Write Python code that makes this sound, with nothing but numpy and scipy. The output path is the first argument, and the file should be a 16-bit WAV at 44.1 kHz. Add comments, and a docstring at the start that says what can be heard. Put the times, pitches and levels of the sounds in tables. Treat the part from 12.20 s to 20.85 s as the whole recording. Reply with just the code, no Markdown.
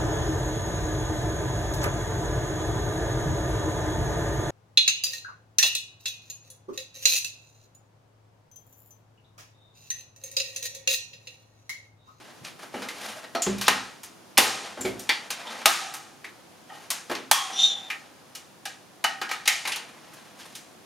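"""Cracking a plastic shell

Hands bend a thin, brittle plastic shell over the edge of a workbench until it cracks, then work the
break to and fro. Each fracture radiates a snap and excites the modes of the hollow shell, amid short
pings and rustling tails. Stick-slip friction makes the skin rub and the torn edges squeak once, and
pushes set the bench top thudding. A small hard room reverberates over its own steady hum."""
import sys
import numpy as np
from scipy import signal
from scipy.fft import rfft, irfft
from scipy.io import wavfile
from scipy.ndimage import uniform_filter1d

SR = 44100
rng = np.random.default_rng(int(sys.argv[2]) if len(sys.argv) > 2 else 0)


def to_wav(sig):
    """Store sig (one row per channel, or 1-D mono) as 16-bit WAV at the path in sys.argv[1].

    Samples outside -1..1 are clipped; the rate is SR.
    """
    pcm = np.clip(np.atleast_2d(sig), -1, 1) * 32767
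    pcm = np.round(pcm).astype(np.int16)
    wavfile.write(sys.argv[1], SR, pcm.T)  # frames by channels


N = 381465

# Spectrum of the room's hum and hiss: frequency_hz, density_db
HUM_SPECTRUM = [(15, -34), (25, -33), (87, -11), (120, -5.5), (279, -4.5), (347, -4), (455, -10), (494, -5),
                (535, -8.5), (741, -7), (804, -8.5), (2020, -16.5), (6310, -20.5), (14600, -23.5),
                (16300, -25)]
# Reverberation time of the room: frequency_hz, t60_s
ROOM_DECAY = [(150, 0.57), (500, 0.19), (1500, 0.34), (4000, 0.072), (9000, 0.14), (15000, 0.13)]
# Modes of the bench top: frequency_hz, level_db, t60_s
BENCH_MODES = [(64, -6, .55), (120, -6, .4), (200, -9, .25), (260, -8, .38), (318, -8, .13), (377, 1, .19),
               (440, -6, .08)]
# Pushes on the bench (a heavy palm shakes the whole top): start_s, level_db, push_ms, deep_modes_db
BENCH_PUSHES = [(0.546, -54, 2.2, -11), (1.264, -35, 8.6, -0.5), (1.498, -49, 5.7, -11),
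                (2.185, -51, 13, -10), (2.6, -50.5, 4.3, -12), (2.644, -40, 5.6, -12),
                (4.905, -51.5, 15, -9)]
# Spectrum of friction on the shell's skin: frequency_hz, density_db
SKIN_SPECTRUM = [(71, -52), (120, -40), (204, -3.5), (341, -9), (630, -0.5), (3450, -4), (9990, -6),
                 (14700, -11), (16000, -20)]
# Swells of rubbing noise and rustling tails after cracks; swell and fade span 20 dB:
# peak_s, level_db, swell_s, fade_s, treble_db
RUSTLE_SWELLS = [(0, -49, .1, 0.3, -26), (0.249, -44.5, 0.013, 0.08, -4), (.428, -47.5, .05, 0.11, -5),
                 (.545, -45, 0.027, 0.74, -8), (.866, -38, 0.26, 0.25, -6.5), (2.45, -41, 0.15, 0.3, -28),
                 (2.649, -43, 0.0072, 0.11, 3), (3.339, -38.5, 0.61, 0.27, -17),
                 (4.504, -52.5, 0.025, 1, -6.5), (5.301, -42, 0.021, 0.61, -20),
                 (5.697, -46, 0.074, 0.016, -26), (7.6, -51, 0.056, 0.85, -17), (7.96, -54, 0.49, 0.77, -9),
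                 (8.204, -48, 0.044, 0.2, -2), (8.362, -61.5, 0.017, 0.075, 14)]
# Course of the slip between the torn edges: time_s, level_db, pitch_hz, upper_level_db
SQUEAK_COURSE = [(5.33, -48, 3550, -41), (5.375, -33, 3560, -35.5), (5.396, -16.5, 3587, -32),
                 (5.418, -22.5, 3636, -29), (5.429, -26, 3645, -28.5), (5.437, -16, 3673, -31),
                 (5.45, -20.5, 3730, -30), (5.5, -27, 3565, -37), (5.517, -23, 3564, -41),
                 (5.56, -35.5, 3550, -49), (5.635, -48, 3555, -62), (5.65, -44, 3560, -63),
                 (5.7, -54, 3560, -74)]
# Modes of the slipping edges: pitch_ratio, width_hz, level_db, is_upper
EDGE_MODES = [(1, 240, -4, 0), (1.01, 900, -12, 0), (.86, 500, -8, 1), (1.12, 300, -13, 1),
              (1.64, 320, -1, 1), (1.47, 400, -12, 1), (1.85, 400, -22, 0), (2.01, 320, -16, 0),
              (2.62, 700, -16, 1), (3.0, 1200, -22, 1), (3.95, 400, -27, 1)]
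# Short pitched resonances (pings, snaps, shell rings and one low bump):
# start_s, pitch_hz, level_db, t60_s, quality_factor
SHORT_RESONANCES = [(0.208, 155, -43, .25, 2.5), (.686, 2050, -30, 0.074, 6.9), (.955, 627, -35, 0.28, 20),
                    (1.15, 690, -27.5, 0.37, 6.5), (1.149, 1290, -29, 0.18, 8.9),
                    (1.15, 4320, -36, 0.22, 12), (1.15, 5710, -43, 0.25, 17),
                    (1.2215, 6500, -17.5, .012, 1.9), (1.22, 7030, -23, 0.25, 5.7),
                    (1.467, 3960, -26, 0.13, 0.99), (2.1728, 2910, -15, 0.066, 1.4),
                    (2.61, 7360, -29.5, 0.2, 10), (2.649, 627, -23, 0.05, 2), (2.649, 2190, -30, 0.22, 7.5),
                    (2.649, 3200, -38.5, 0.19, 7), (2.891, 2080, -16, 0.11, 2.3),
                    (2.891, 3440, -26, 0.23, 3.7), (2.893, 4560, -29.5, 0.29, 8.6),
                    (3.269, 3450, -41.5, .4, 4.6), (3.25, 930, -37.5, 0.27, 12),
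                    (3.458, 740, -16.5, 0.12, 3.2), (3.458, 1260, -32.5, 0.86, 6),
                    (3.6, 770, -39, 0.79, 6.4), (4.042, 2070, -34, 0.1, 4.1), (4.5, 803, -44, 0.46, 5.5),
                    (5.113, 786, -14.5, 0.037, 2.7), (5.13, 774, -40, 2.3, 9),
                    (5.114, 1100, -27.5, 0.58, 5.2), (5.115, 3320, -30, 0.7, 13),
                    (5.701, 2180, -26, 0.16, 2), (6.456, 1626, -35, 0.13, 12), (7.015, 1467, -30, 0.14, 26),
                    (7.015, 1630, -41, .5, 15), (7.113, 1256, -33, 0.23, 26), (7.112, 2260, -33, 0.15, 14),
                    (7.277, 2140, -21.5, 0.23, 5.5), (7.452, 2360, -29, 0.24, 3.3),
                    (7.475, 9800, -37, 0.37, 8.3), (7.518, 2670, -31, 0.32, 1.9)]
# Modes of the hollow shell: frequency_hz, width_hz, level_db
SHELL_MODES = [(772, 45, 1.5), (1253, 42, 0), (1465, 50, -8), (1865, 45, 1), (2298, 60, -9), (2440, 60, -9),
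               (3000, 60, 0)]
# Cracks in the shell: start_s, level_db, bass_db, treble_db, splinter_t60_s, ring_db
SHELL_CRACKS = [(0.2467, -40.5, -36, -3, 0.59, -10), (0.391, -54, 2.5, -10, .42, -15),
                (0.4286, -56.5, 7.5, -5, 0.63, -25), (0.5405, -51, 15.5, -20, 0.97, 14),
                (0.6191, -40.5, 0.5, -12, 0.74, -4), (0.6854, -39.5, -24, 1.5, 0.72, -20),
                (1.0398, -47, 1.5, -20, 0.23, 0), (1.1488, -35.5, 4, -13.5, 0.5, -34),
                (1.2198, -33, -40, 12.5, 0.9, -20), (1.263, -36.5, 3.5, -19, 0.99, -23),
                (1.381, -45, -26, 9, .63, -17), (1.4115, -30, -14.5, 0.5, 1, -30),
                (1.4803, -12.5, -6.5, -8.5, 0.73, -3), (1.8315, -47, -18, 12.5, 0.53, -22),
                (2.177, -18, -18, 13, 0.95, 2.5), (2.183, -9, -4.5, -22, 1, -40),
                (2.572, -60, 20, -17, 0.73, -14), (2.608, -46.5, -16, 12, 1, -28),
                (2.6498, -40, 11, -36, 0.71, -33), (2.793, -46.5, -33, 17, 1, -20),
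                (2.891, -22, -8, -10.5, 0.64, -10), (3.1034, -28, -19.5, 0.5, 0.46, -28),
                (3.457, -10.5, -16, 1, 1, -9), (3.7379, -42.5, -14.5, 9.5, 0.73, 0),
                (4.0426, -46.5, -3.5, -8.5, 0.61, -10), (4.4924, -66, 3, -7, 1, 24),
                (4.7028, -29.5, -17.5, 10, 0.56, -31), (4.8963, -41.5, 7.5, -11, 0.58, -20),
                (4.912, -38.5, 5, -7.5, 0.56, -22), (4.9498, -34.5, -15, -12, 0.52, -9),
                (5.1123, -12.5, -23, 6, 0.84, -6), (5.7002, -42.5, -11, 0, 0.81, 2.5),
                (6.15, -42.5, -26, 9, 0.55, -6), (6.4534, -34.5, -45, 8, 0.53, 0.5),
                (6.8404, -18.5, -13, -10.5, 0.55, 8), (7.014, -32.5, -4.5, -12, 0.51, 4.5),
                (7.0909, -36, -15, -14, 0.54, 4.5), (7.112, -32.5, -9, -6.5, 0.67, 2.5),
                (7.255, -32, -29, -9, 0.62, -3), (7.2759, -12, -26.5, 1.5, 0.79, -4.5),
                (7.451, -35, -5, -13, 0.8, -8), (7.4735, -31.5, -14, 0, 0.42, -22),
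                (7.519, -30, -48, 3, 0.58, -9), (7.559, -35.5, -13, 0, 0.38, -10),
                (7.934, -62.5, -13, 18, 0.33, -2), (8.204, -48, -17, -8, 1, -22),
                (8.351, -43, -43, 13.5, 0.58, -12)]
# Frequency bands of a crack: low_hz, high_hz
CRACK_BANDS = [(2000, 5000), (250, 700), (700, 2000), (5000, 9000), (9000, 15000)]
# How each band follows a crack's colour: offset_db, bass_share, treble_share
CRACK_BAND_COLOUR = [(0, 0.017, 0), (-2.5, 1.235, 0.053), (6.5, 0.72, 0.37), (-0.6, 0.15, 0.59),
                     (6.5, 0.35, 0.83)]
# Splintering time of each band relative to that of the crack: t60_ratio
CRACK_BAND_DECAY = [0.72, 0.81, 0.72, 0.76, 0.31]


def undb(db):
    """Amplitude ratio of a level in decibels."""
    return 10 ** (np.asarray(db) / 20)


def unit(x):
    """Normalisation to an rms of one."""
    return x / np.sqrt(np.mean(x ** 2))


def decay(t, t60_s):
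    """Exponential damping by 60 dB in t60_s."""
    return 1000. ** (-t / t60_s)


def band(x, low_hz, high_hz):
    """Causal Butterworth band-pass."""
    sos = signal.butter(2, [low_hz, min(high_hz, .45 * SR)], "band", fs=SR, output="sos")
    return signal.sosfilt(sos, x)


def resonate(x, hz, width_hz):
    """Forced response of one damped resonator."""
    return signal.lfilter(*signal.iirpeak(hz, hz / width_hz, SR), x)


def coloured(x, spectrum):
    """Spectral shaping by a curve of levels over log frequency."""
    hz, db = np.transpose(spectrum)
    bins_hz = np.maximum(np.arange(N // 2 + 1) * SR / N, 1)
    return irfft(rfft(x) * undb(np.interp(np.log(bins_hz), np.log(hz), db)), N)


def waver(rate_hz):
    """Smooth random fluctuation: values held for 1 / rate_hz and averaged twice."""
    hold = int(SR / rate_hz)
    steps = np.repeat(rng.standard_normal(N // hold + 1), hold)
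    return uniform_filter1d(uniform_filter1d(steps, hold), hold)[:N]


def grains(size, max_db):
    """Granular noise: Gaussian samples with exponentially distributed boosts in level."""
    return rng.standard_normal(size) * undb(np.minimum(3 * rng.exponential(size=size), max_db))


def stereo(mid, side, side_db):
    """Left and right as the sum and difference of mid and side."""
    return mid + undb(side_db) * side * np.array([[1], [-1]])


def room_hum(level_db=-52.5):
    """Background noise: hum and hiss of fixed spectrum, wavering slightly in level."""
    mid, side = (unit(coloured(rng.standard_normal(N), HUM_SPECTRUM)) for _ in range(2))
    return undb(level_db + 0.5 * waver(1)) * stereo(mid, side, side_db=-3.5)


def reverberation(x, level_db=-9, build_up_s=0.0025):
    """Diffuse field: dense reflections build up, then decay at their own rate in each half octave."""
    t = np.arange(SR) / SR
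    hz, t60_s = np.transpose(ROOM_DECAY)
    tail = np.zeros((2, SR))
    for low_hz in 60 * 2 ** np.arange(0, 8.5, .5):
        fade = decay(t, np.interp(np.log(low_hz), np.log(hz), t60_s))
        tail += band(rng.standard_normal((2, SR)), low_hz, low_hz * np.sqrt(2)) * fade
    tail *= (1 - np.exp(-t / build_up_s)) / np.sqrt(np.sum(tail[0] ** 2))
    mid, side = signal.fftconvolve(tail, x[None])[:, :N]
    side = side + band(side, 8900, 14800)  # the treble arrives more from the sides
    return undb(level_db) * stereo(mid, side, side_db=-4.5)


def bench_thuds(spread_db=2.2, deep_below_hz=180):
    """Modal response: a soft push of hand or shell is convolved with the bench top's damped modes."""
    t = np.arange(SR) / SR
    out = np.zeros(N + 2 * SR)
    for start_s, level_db, push_ms, deep_db in BENCH_PUSHES:
        shares = undb(spread_db * rng.standard_normal(len(BENCH_MODES)))
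        ring = 0
        for share, (hz, mode_db, t60_s) in zip(shares, BENCH_MODES):
            gain = share * undb(mode_db + deep_db * (hz < deep_below_hz))
            ring += gain * np.sin(2 * np.pi * hz * t) * decay(t, t60_s)
        # the palm lands unevenly: a rough press that swells and eases off
        progress = t[:2048] * 1000 / min(push_ms, 12)
        push = band(rng.standard_normal(len(progress)), 77, 860) * progress * np.exp(-progress)
        thud = signal.fftconvolve(ring, push / np.sqrt(np.sum(push ** 2)))
        start = int(start_s * SR)
        out[start:start + len(thud)] += undb(level_db) * thud
    return out[:N]


def rub_and_rustle(ring_db=-25):
    """Stick-slip grains swell and fade as rubs or crack tails, and ring the lowest shell mode."""
    t = np.arange(N) / SR
    friction = undb(3 * waver(90)) * grains(N, max_db=12)
    skin = coloured(friction, SKIN_SPECTRUM)
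    skin /= np.std(band(skin, 700, 3000))
    treble = signal.sosfilt(signal.butter(1, 3000, "high", fs=SR, output="sos"), skin)
    body_power = treble_power = 0
    for peak_s, level_db, swell_s, fade_s, treble_db in RUSTLE_SWELLS:
        envelope = undb(level_db - 20 * np.maximum((peak_s - t) / swell_s, (t - peak_s) / fade_s))
        body_power += envelope ** 2
        treble_power += (undb(treble_db) * envelope) ** 2
    hz, width_hz, _ = SHELL_MODES[0]
    body = skin - treble + undb(ring_db) * unit(resonate(friction, hz, width_hz))
    return np.sqrt(body_power) * body + np.sqrt(treble_power) * treble


def edge_squeak(tone_db=-4.5, pitch_waver=.004):
    """Friction oscillation: edges slip in jerks; a clear tone and rough modes follow the tension."""
    times_s, *columns = np.transpose(SQUEAK_COURSE)
    start, end = int(times_s[0] * SR), int(times_s[-1] * SR)
    t = np.arange(start, end) / SR
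    level_db, pitch_hz, upper_db = (np.interp(t, times_s, column) for column in columns)
    phase = 2 * np.pi * np.cumsum(pitch_hz * (1 + pitch_waver * waver(60)[start:end])) / SR
    sound = undb(tone_db + level_db) * np.sqrt(2) * np.sin(phase)
    for ratio, width_hz, mode_db, is_upper in EDGE_MODES:
        lowpass = signal.butter(2, width_hz / 2, fs=SR, output="sos")
        wobble = signal.sosfilt(lowpass, rng.standard_normal(len(t)) + 1j * rng.standard_normal(len(t)))
        mode = unit((wobble * np.exp(1j * ratio * phase)).real)  # a narrow band of noise
        sound += undb(mode_db + (upper_db if is_upper else level_db)) * mode
    jerks = undb(2.2 * waver(130)[start:end])
    return np.pad(sound * jerks, (start, N - end))


def short_resonances(rise_s=0.000172):
    """Damped resonance: noise filtered about one frequency sets in sharply and dies away."""
    t = np.arange(SR * 2 // 3) / SR
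    out = np.zeros(N + len(t))
    for start_s, hz, level_db, t60_s, quality in SHORT_RESONANCES:
        width_hz = hz / np.clip(quality, 1.5, 24)
        noise = rng.standard_normal(len(t))
        ring = unit(resonate(resonate(noise, hz, width_hz), hz, width_hz))
        envelope = (1 - np.exp(-t / rise_s)) * decay(t, t60_s)
        start = int(start_s * SR)
        out[start:start + len(t)] += undb(level_db) * ring * envelope
    return out[:N]


def shell_ring(force, spread_db=2.2):
    """Modal coupling: each crack lies somewhere else, so it drives the shell's modes in other shares."""
    shares = undb(spread_db * rng.standard_normal(len(SHELL_MODES)))
    drive = band(force, 600, 4000)
    return sum(share * undb(mode_db) * resonate(drive, hz, width_hz)
               for share, (hz, width_hz, mode_db) in zip(shares, SHELL_MODES))


def shell_cracks(full_scale_rise_s=0.00039, snap_to_rise=13.6, top_band_hz=9000):
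    """Brittle fracture: a snap of tiny breaks, then softer splintering, radiates and rings the shell."""
    t = np.arange(24576) / SR
    out = np.zeros(N + len(t))
    bands = list(zip(CRACK_BANDS, CRACK_BAND_COLOUR, CRACK_BAND_DECAY))
    for start_s, level_db, bass_db, treble_db, t60_s, ring_db in SHELL_CRACKS:
        # weak cracks set in more gently, and splintering is a larger part of them
        rise_s = full_scale_rise_s * undb(-0.21 * level_db)
        splinter_gain = undb(min(-19.5 - 0.46 * level_db, -5))
        onset = 1 - np.exp(-t / rise_s)
        direct = force = 0
        for (low_hz, high_hz), (offset_db, bass_share, treble_share), t60_ratio in bands:
            snap = np.exp(-t / (snap_to_rise * np.sqrt(t60_ratio) * rise_s))
            splinters = splinter_gain * decay(t, t60_ratio * t60_s)
            fractures = unit(grains(len(t), max_db=15)) * (snap + splinters) * onset
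            bandwidth_gain = np.sqrt(SR / 2 / (high_hz - low_hz))
            part = bandwidth_gain * band(fractures, low_hz, high_hz)
            colour_db = offset_db + bass_share * bass_db + treble_share * treble_db
            if low_hz == top_band_hz:
                colour_db += 0.059 * level_db  # the highest band is softer in quiet cracks
            direct += undb(colour_db) * part
            force += part
        start = int(start_s * SR)
        out[start:start + len(t)] += undb(level_db) * (direct + undb(ring_db) * shell_ring(force))
    return out[:N]


def scene():
    """Superposition of the direct sound, a touch to the left, its reverberation and the room's hum."""
    direct = shell_cracks() + short_resonances() + rub_and_rustle() + edge_squeak() + bench_thuds()
    return direct * undb([[.3], [-.3]]) + reverberation(direct) + room_hum()


def record(dry):
    """Microphone response: a limited band, a dip near the port resonance and clipping at full scale."""
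    x = band(dry, 75, 11300)
    x = np.clip(x - 0.46 * resonate(x, hz=7940, width_hz=1060), -1, 1)
    return signal.sosfilt(signal.ellip(8, .2, 70, 15900, fs=SR, output="sos"), x)


dry = scene()
out = record(dry)
to_wav(out)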